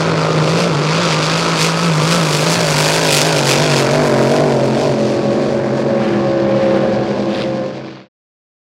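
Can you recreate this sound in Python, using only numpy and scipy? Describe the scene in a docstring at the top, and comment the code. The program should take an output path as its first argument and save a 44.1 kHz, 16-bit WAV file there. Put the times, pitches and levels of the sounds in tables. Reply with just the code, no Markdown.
"""A V8 racing boat booms closer on a river, its revs jumping each time the propeller lifts out.
Near 4 s it passes: the pitch falls, and its open exhaust pipes crackle, then bark as it leaves.
From about 5 s a second boat takes over with a steady drone. Sheets of spray splash after 6 s,
something rattles briefly, and the sound fades out. All along, the far bank echoes the boats
and a little wind rumbles."""
import sys
import numpy as np
from scipy import signal
from scipy.fft import rfft, irfft, next_fast_len
from scipy.io import wavfile
from scipy.ndimage import map_coordinates

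SR = 44100
rng = np.random.default_rng(int(sys.argv[2]) if len(sys.argv) > 2 else 0)


def wrap_up_sound(samples):
    """Save the sound to the file named by the first command line argument, as 16-bit audio."""
    columns = np.atleast_2d(samples).T
    # keep every value between -1 and 1, then stretch to whole-number steps
    tamed = np.clip(columns, -1, 1)
    steps = np.round(tamed * 32767).astype(np.int16)
    wavfile.write(sys.argv[1], SR, steps)


N = 384111
TIME = np.arange(N) / SR

# When one side of a V8 fires, in eighths of an engine cycle
FIRING_EIGHTHS = np.array([0, 2, 3, 5])
# Which way the boat faces us, and how much duller its bark sounds when far away:
# time_s, side (0 front, 1 side-on, 2 back), dulling_db_per_harmonic
BOAT_VIEW = [(0, 0, -.3), (.7, 0, -.3), (1.0, 0, 0), (2.1, .1, 0), (2.7, .95, 0), (3.3, 1.1, 0),
             (3.9, 2, 0), (4.85, 2, -.1), (5.4, 2, -.9), (8, 2, -1.1)]
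# Hiss of the exhaust jets: time_s, rasp_db, crackle_db, crackle_treble_db
JET_LEVELS = [(0, -23.5, -27.5, -6.5), (.7, -27.5, -28, -5.5), (.95, -24, -20.5, -7.5),
              (1.8, -24.5, -24, -1.5), (2.4, -27, -22.5, 1.5), (2.85, -22, -21, 2), (3.15, -26, -19, 2.5),
              (3.7, -21.5, -20.5, -1), (4.05, -22, -27.5, 1), (4.6, -29, -31, -1.5),
              (5.2, -32.5, -32.5, -6.5), (5.7, -30.5, -37.5, -6), (6.3, -32.5, -35, -12),
              (6.75, -31, -34.5, -16), (7.2, -35, -33.5, -11), (7.7, -32.5, -33, -14.5), (8, -25, -25, -26)]


def racing_boat():
    """The main boat: an engine note plus the noise of gas puffing out of its pipes."""
    surge_hz = propeller_surge()
    cycle_hz = 46.65 * doppler(speed_m_s=38.7, nearest_m=58.4, nearest_s=3.73) + surge_hz
    cycles = np.cumsum(cycle_hz * (1 + .003 * walk(30))) / SR
    tone = exhaust_tone(cycles, surge_hz)
    # Brief flare-ups of the exhaust: peak_s, half_length_s, rise_db
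    flares = [(0, .05, 4), (.24, .07, 2.5), (0.488, .06, 6), (0.613, 0.062, 6.5), (1.1, .05, 1.5),
              (1.231, .04, 1), (1.4, .05, 1), (1.626, .06, 6), (2.12, .06, 5), (2.352, .04, 4),
              (2.505, .04, 3), (2.845, .08, 2), (3.15, .06, 5), (3.279, .03, 0), (3.5, .04, 4.5),
              (3.744, .05, 4.5), (4.344, .04, 1), (4.823, .06, 5), (5.1, .05, 3), (5.453, .05, 2),
              (5.79, .04, 4), (7.391, .07, 1)]
    flare_db = sum(rise_db * swell(peak_s, width_s) for peak_s, width_s, rise_db in flares)
    # Spray and water scatter the sound and blur the puffs: time_s, scattered_share (0 to 1)
    scattering = [(0, 0.18), (1.5, 0.28), (3.1, 0), (4.5, 0.16), (5.3, 0.6), (6.2, 0.56), (8, 0.5)]
    scattered, = curves(scattering)
    puffs = gas_puffs(cycles, decay_s=.0031, spread_db=1.48, jitter_s=.0001)
    flow = np.sqrt((1 - scattered) * puffs ** 2 + scattered)
    return tone + exhaust_roar(flow) + exhaust_rasp(puffs, surge_hz, flare_db) + crackle(flow, flare_db)


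def propeller_surge():
    """Extra engine cycles a second: the revs race with the propeller out and drop as it bites again."""
    # Skips of the hull: start_s, length_s, gain_hz (negative where it digs in)
    skips = [(-.03, 0.13, 3), (.23, .06, 2.5), (.49, .17, 6.5), (.68, 0.067, -7.5), (.87, .12, 2.5),
             (.966, 0.041, 12.5), (1.267, .23, 4.5), (1.615, .07, 7), (1.737, .11, 7.5), (2.042, 0.12, 8.5),
             (2.41, .18, 7), (2.76, .22, 2.5), (2.93, .09, 5.5), (3.213, 0.067, 9), (3.38, 0.1, -2),
             (3.575, 0.067, 8), (3.76, .08, -1.5), (3.897, .11, 5.5), (4.262, .19, 5), (4.74, .1, 7),
             (5.32, 0.19, 4.5), (5.69, .33, 3), (6.232, .08, 7), (6.64, .2, 5), (7.415, 0.61, 3)]
    race_s, bite_s = .066, .072
    surge_hz = np.zeros(N)
    for start_s, length_s, gain_hz in skips:
        age = TIME - start_s
        racing = 1 - np.exp(-np.clip(age, 0, length_s) / race_s)
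        dropping = np.exp(-np.clip((age - length_s) / bite_s, 0, 10) ** 2)
        surge_hz += gain_hz * racing * dropping
    return surge_hz


def doppler(speed_m_s, nearest_m, nearest_s):
    """Pitch factor: sound waves bunch up as the boat comes and stretch out as it leaves."""
    along_m = speed_m_s * (TIME - nearest_s)
    return 1 / (1 + speed_m_s / 343 * along_m / np.hypot(along_m, nearest_m))


def exhaust_tone(cycles, surge_hz):
    """A low boom, and a bark that changes as the pipes turn toward us and grows as the revs race."""
    # Strength of the note: time_s, boom_db, bark_db
    tone_levels = [(0, -19, -20.5), (.45, -16, -20.5), (.75, -19, -20.5), (1.65, -19, -22.5),
                   (1.85, -15.5, -23), (2.1, -14.5, -21), (2.3, -19, -21), (3.0, -21.5, -18.5),
                   (3.6, -19, -17.5), (4.2, -20, -13.5), (4.9, -22.5, -16), (5.3, -29.5, -17),
                   (5.6, -24.5, -20), (5.85, -27, -18.5), (6.3, -29, -24.5), (6.8, -31, -22.5),
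                   (7.2, -31, -23), (8, -28, -23)]
    # Balance of the bark from each side: harmonic, front_db, side_db, back_db
    harmonics = [(4, -8, -15, -16), (5, -5, -5, -.7), (6, 0, -6, -6), (7, -3, -3, -7), (8, -4, -1, -2),
                 (9, 0, -5, -4), (10, -1, -7, -4), (11, -2, 2, -11), (12, -6, -7, -9), (13, -8, -3, 1.5),
                 (14, -12, -11, -5), (15, -6, -11, -11), (16, -14, -6, -9), (17, -8, -14, -13),
                 (18, -2, -8, -18), (19, -10, -6, -24), (20, -1, -15, -17), (21, -9, -22, -12),
                 (22, -6, -20, -18), (23, 2.5, -17, -23), (24, -6, -20, -29), (26, -3, -20, -26),
                 (28, -9, -10, -28), (29, -16, -10, -28), (30, -18, -11, -21), (31, -12, -11, -30)]
    boom_db, bark_db = curves(tone_levels)
    side, dulling_db = curves(BOAT_VIEW)
    numbers, balance_db = np.array(harmonics)[:, 0], np.array(harmonics)[:, 1:]
    shares_db = balance_db - 10 * np.log10(np.sum(undb(balance_db) ** 2, axis=0))
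    bark = 0
    for k, share_db in zip(numbers, shares_db):
        gain = np.interp(side, np.arange(3), undb(share_db)) * undb(dulling_db * (k - 8))
        # Short waves get scrambled more, so high harmonics are the roughest.
        bark += gain * harmonic(cycles, k, waver=.17 + .0003 * k ** 2, waver_hz=10 + .08 * k ** 2)
    boom = harmonic(cycles, 3, waver=.13, waver_hz=22)
    return -np.sqrt(2) * (undb(boom_db) * boom + undb(bark_db + .22 * surge_hz) * bark)


def harmonic(cycles, k, waver, waver_hz):
    """One tone at k times the engine's cycle rate; reflections off moving water make it waver."""
    firing_phase = np.angle(np.exp(-2j * np.pi * k * FIRING_EIGHTHS / 8).sum() + 1e-6)
    pipe_lag = .11 * k ** 2  # the pipes delay high harmonics more than low ones
    angle = 2 * np.pi * (k * cycles % 1) + firing_phase - pipe_lag
    return (1 + waver * walk(waver_hz)) * np.cos(angle) + waver * walk(waver_hz) * np.sin(angle)


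def gas_puffs(cycles, decay_s, spread_db, jitter_s):
    """Every firing pushes a sharp, uneven puff of gas through the pipes."""
    firings = (np.arange(int(cycles[-1]))[:, None] + FIRING_EIGHTHS / 8).ravel()
    chance = rng.standard_normal((2400, 2))[:len(firings)]
    start_s = np.interp(firings, cycles, TIME) + jitter_s * chance[:, 0]
    cylinder_db = np.resize([-3.5, -2, -6, -1], len(firings))  # a puff close behind another is weaker
    strength = undb(cylinder_db + spread_db * chance[:, 1])
    kicks = np.bincount(np.clip(start_s * SR, 0, N - 1).astype(int), strength, N)
    return unit(signal.lfilter([1], [1, -np.exp(-1 / (decay_s * SR))], kicks))


def exhaust_roar(flow):
    """Fuel burning unevenly makes a low roar."""
    # Strength of the roar: time_s, level_db
    roar_levels = [(0, -20), (.55, -19), (.95, -23), (1.7, -25.5), (2.2, -22), (3.1, -24.5), (4.4, -19.5),
                   (5.4, -22.5), (6.8, -20), (8, -23.5)]
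    # Its tone colour: pitch_hz, level_db
    roar_colour = [(50, -41), (85, -10), (125, 0.5), (190, -3), (260, -3.5), (350, 0), (560, 1),
                   (720, -7.5), (1000, -14.5), (2000, -52), (16000, -110)]
    level_db, = curves(roar_levels)
    return colour(flow * rng.standard_normal(N), roar_colour) * undb(level_db)


def exhaust_rasp(puffs, surge_hz, flare_db):
    """Each puff rasps: more in a flare-up, less while the revs race."""
    # Tone colour from the front: pitch_hz, level_db
    front_colour = [(400, -27), (700, -10), (950, -0.5), (1130, -3.5), (1350, 0), (1750, -8.5),
                    (2300, -9.5), (4000, -54), (16000, -100)]
    # From the side and behind: pitch_hz, level_db
    side_colour = [(400, -28), (700, -10.5), (950, 0.5), (1170, -4), (1520, -2), (1850, -6), (2300, -7.5),
                   (4000, -50.5), (16000, -100)]
    rasp_db, _, _ = curves(JET_LEVELS)
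    turned = np.clip(curves(BOAT_VIEW)[0], 0, 1)
    front = np.sqrt(1 - turned) * colour(puffs * rng.standard_normal(N), front_colour)
    side = np.sqrt(turned) * colour(puffs * rng.standard_normal(N), side_colour)
    return (front + side) * undb(rasp_db - .22 * surge_hz + .25 * flare_db)


def crackle(flow, flare_db):
    """The puffs sharpen into tiny shock waves that crackle."""
    # Tone colour of the crackle: pitch_hz, level_db
    crackle_colour = [(1100, -25), (1900, -4), (2150, -2), (2480, 2.5), (3050, -2), (3450, -.5),
                      (3850, -2.5), (4600, .5), (5600, -3.5), (7200, -7.5), (10000, -16), (15000, -33)]
    _, crackle_db, treble_db = curves(JET_LEVELS)
    shocks = unit((rng.random(N) < 9000 / SR) * rng.standard_normal(N))
    sound = colour(flow * (shocks + .97 * rng.standard_normal(N)), crackle_colour)
    flutter_db = .7 * walk(28)  # gusty air makes the treble flutter
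    top_db = treble_db + .45 * flare_db + flutter_db
    sound = tilt_treble(sound * undb(flutter_db), top_db, knee_hz=4000, top_hz=8900)
    return undb(crackle_db + flare_db) * sound


def second_boat():
    """A faster-revving engine further off drones evenly."""
    # The engine's run: time_s, cycle_hz, level_db
    run = [(3.8, 72.5, -49.5), (4.7, 72, -28.5), (5.0, 72.0, -23), (5.35, 68.96, -17), (5.6, 69.8, -21),
           (6.2, 68.4, -15), (6.8, 66.76, -15), (7.2, 67.2, -18.5), (7.6, 65.7, -17), (8.0, 64.4, -20.5)]
    # Balance of its drone: harmonic, level_db
    harmonics = [(2, -12), (3, -2.5), (5, -1.5), (6, -16), (7, -15), (8, 1), (9, -14), (11, -13), (12, -17),
                 (13, -24), (15, -23), (16, -16), (17, -25), (18, -26), (22, -26), (23, -27), (24, -28),
                 (25, -26), (26, -28), (27, -29)]
    cycle_hz, level_db = curves(run)
    cycles = np.cumsum(cycle_hz * (1 + .0015 * walk(18))) / SR
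    tone = sum(undb(db) * harmonic(cycles, k, waver=.22 + .01 * k, waver_hz=8) for k, db in harmonics)
    return unit(tone) * undb(level_db)


def spray():
    """The hull slaps down and throws sheets of spray that fall back on the water."""
    # Sheets of spray: peak_s, half_length_s, level_db
    splashes = [(6.08, 0.12, -29.5), (6.699, 0.21, -31), (7.392, .1, -30)]
    # Their tone colour: pitch_hz, level_db
    splash_colour = [(400, -18.5), (800, -2), (1200, 5), (1900, 2.5), (2900, -1.5), (4500, -12.5),
                     (8000, -23), (11000, -33.5), (16000, -56)]
    loudness = sum(undb(level_db) * swell(peak_s, width_s) for peak_s, width_s, level_db in splashes)
    return loudness * colour(rng.standard_normal(N) * undb(1.8 * walk(60)), splash_colour)


def rattle(peak_s, width_s, level_db):
    """A short, dry rattle from far off, 112 beats a second."""
    beats = np.exp(-(TIME * 112 % 1) / .3) * undb(2.5 * walk(100))
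    # pitch_hz, level_db
    dry_colour = [(1200, -13), (2600, 2), (3600, 2.5), (5000, -3), (6300, -24), (10500, -28),
                  (16000, -62)]
    return colour(beats * rng.standard_normal(N), dry_colour) * undb(level_db) * swell(peak_s, width_s)


def far_bank(sound, delay_s, ring_s, dull_hz, level_db):
    """Trees and a bridge send back a late, dull wash of echoes."""
    age = TIME[:SR * 2] - delay_s
    tail = rng.standard_normal(len(age)) * (age > 0) * undb(-60 * np.abs(age) / ring_s)
    tail = signal.sosfilt(signal.butter(2, dull_hz, fs=SR, output="sos"), tail / np.linalg.norm(tail))
    return undb(level_db) * signal.fftconvolve(sound, tail)[:N]


def wind(gust_db):
    """Soft gusts of wind make a low rumble."""
    # Strength of the wind: time_s, level_db
    wind_levels = [(0, -51), (1, -53), (2.2, -45.5), (4.2, -43.5), (5.2, -47), (6.1, -45), (8, -48.5)]
    # Its tone colour: pitch_hz, level_db
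    wind_colour = [(20, -13), (32, -28), (48, 6), (62, 5.5), (100, -13.5), (300, -24.5), (1000, -51)]
    level_db, = curves(wind_levels)
    return colour(rng.standard_normal(N), wind_colour) * undb(level_db + gust_db * walk(3.7))


def undb(db):
    """Turn decibels into a volume factor."""
    return 10 ** (np.asarray(db) / 20)


def unit(sound):
    """Scale to an average power of 1."""
    return sound / np.sqrt(np.mean(sound ** 2))


def curves(table):
    """Join a table's timed rows with straight lines, one curve for each value column."""
    time_s, *columns = np.transpose(table)
    return [np.interp(TIME, time_s, column) for column in columns]


def swell(peak_s, width_s):
    """A smooth rise and fall with a peak of 1."""
    return np.exp(-np.minimum(np.abs(TIME - peak_s) / width_s, 10) ** 2)


def walk(rate_hz):
    """A smooth random wobble of size near 1 that changes about rate_hz times a second."""
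    points = rng.standard_normal(2000)
    coarse = map_coordinates(points, [TIME[::64] * rate_hz], order=3, mode="wrap")
    return np.interp(TIME, TIME[::64], coarse)


def colour(sound, points):
    """Shape bass and treble along (pitch_hz, level_db) points; the result has a power of 1."""
    size = next_fast_len(N + 8192, True) // 2 * 2
    pitch_hz, level_db = np.transpose(points)
    hz = np.maximum(np.fft.rfftfreq(size, 1 / SR), 1)
    cepstrum = irfft(np.log(undb(np.interp(np.log(hz), np.log(pitch_hz), level_db))))
    # Keep the first half only, so the filter rings after a sound and never before it.
    cepstrum[1:size // 2] *= 2
    cepstrum[size // 2 + 1:] = 0
    return unit(irfft(rfft(sound, size) * np.exp(rfft(cepstrum)))[:N])


def tilt_treble(sound, top_db, knee_hz, top_hz):
    """Air and spray change how much treble arrives: no change up to knee_hz, top_db at top_hz."""
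    hz, time_s, spectrum = signal.stft(sound, SR, nperseg=512)
    depth = np.maximum(hz - knee_hz, 0) / (top_hz - knee_hz)
    gain = undb(np.outer(depth, np.interp(time_s, TIME, top_db)))
    return signal.istft(spectrum * gain, SR)[1][:N]


def scene():
    """Mix the sounds on the river, their echo and the wind into one channel."""
    river = racing_boat() + spray() + second_boat() + rattle(peak_s=7.38, width_s=.07, level_db=-28)
    echo = far_bank(river, delay_s=.077, ring_s=1.9, dull_hz=1500, level_db=-12.5)
    return (river + echo + wind(gust_db=1.6))[None]


def record(dry):
    """Round off the loudest peaks, fade out the end and cut the highest treble."""
    fade_start_s, fade_end_s, top_hz = 7.256, 8.086, 15750
    fade = np.clip((fade_end_s - TIME) / (fade_end_s - fade_start_s), 0, 1)
    rounded = dry / (1 + (dry / .88) ** 6) ** (1 / 6)
    return signal.sosfilt(signal.ellip(10, .1, 80, top_hz, fs=SR, output="sos"), rounded * fade)


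dry = scene()
out = record(dry)
wrap_up_sound(out)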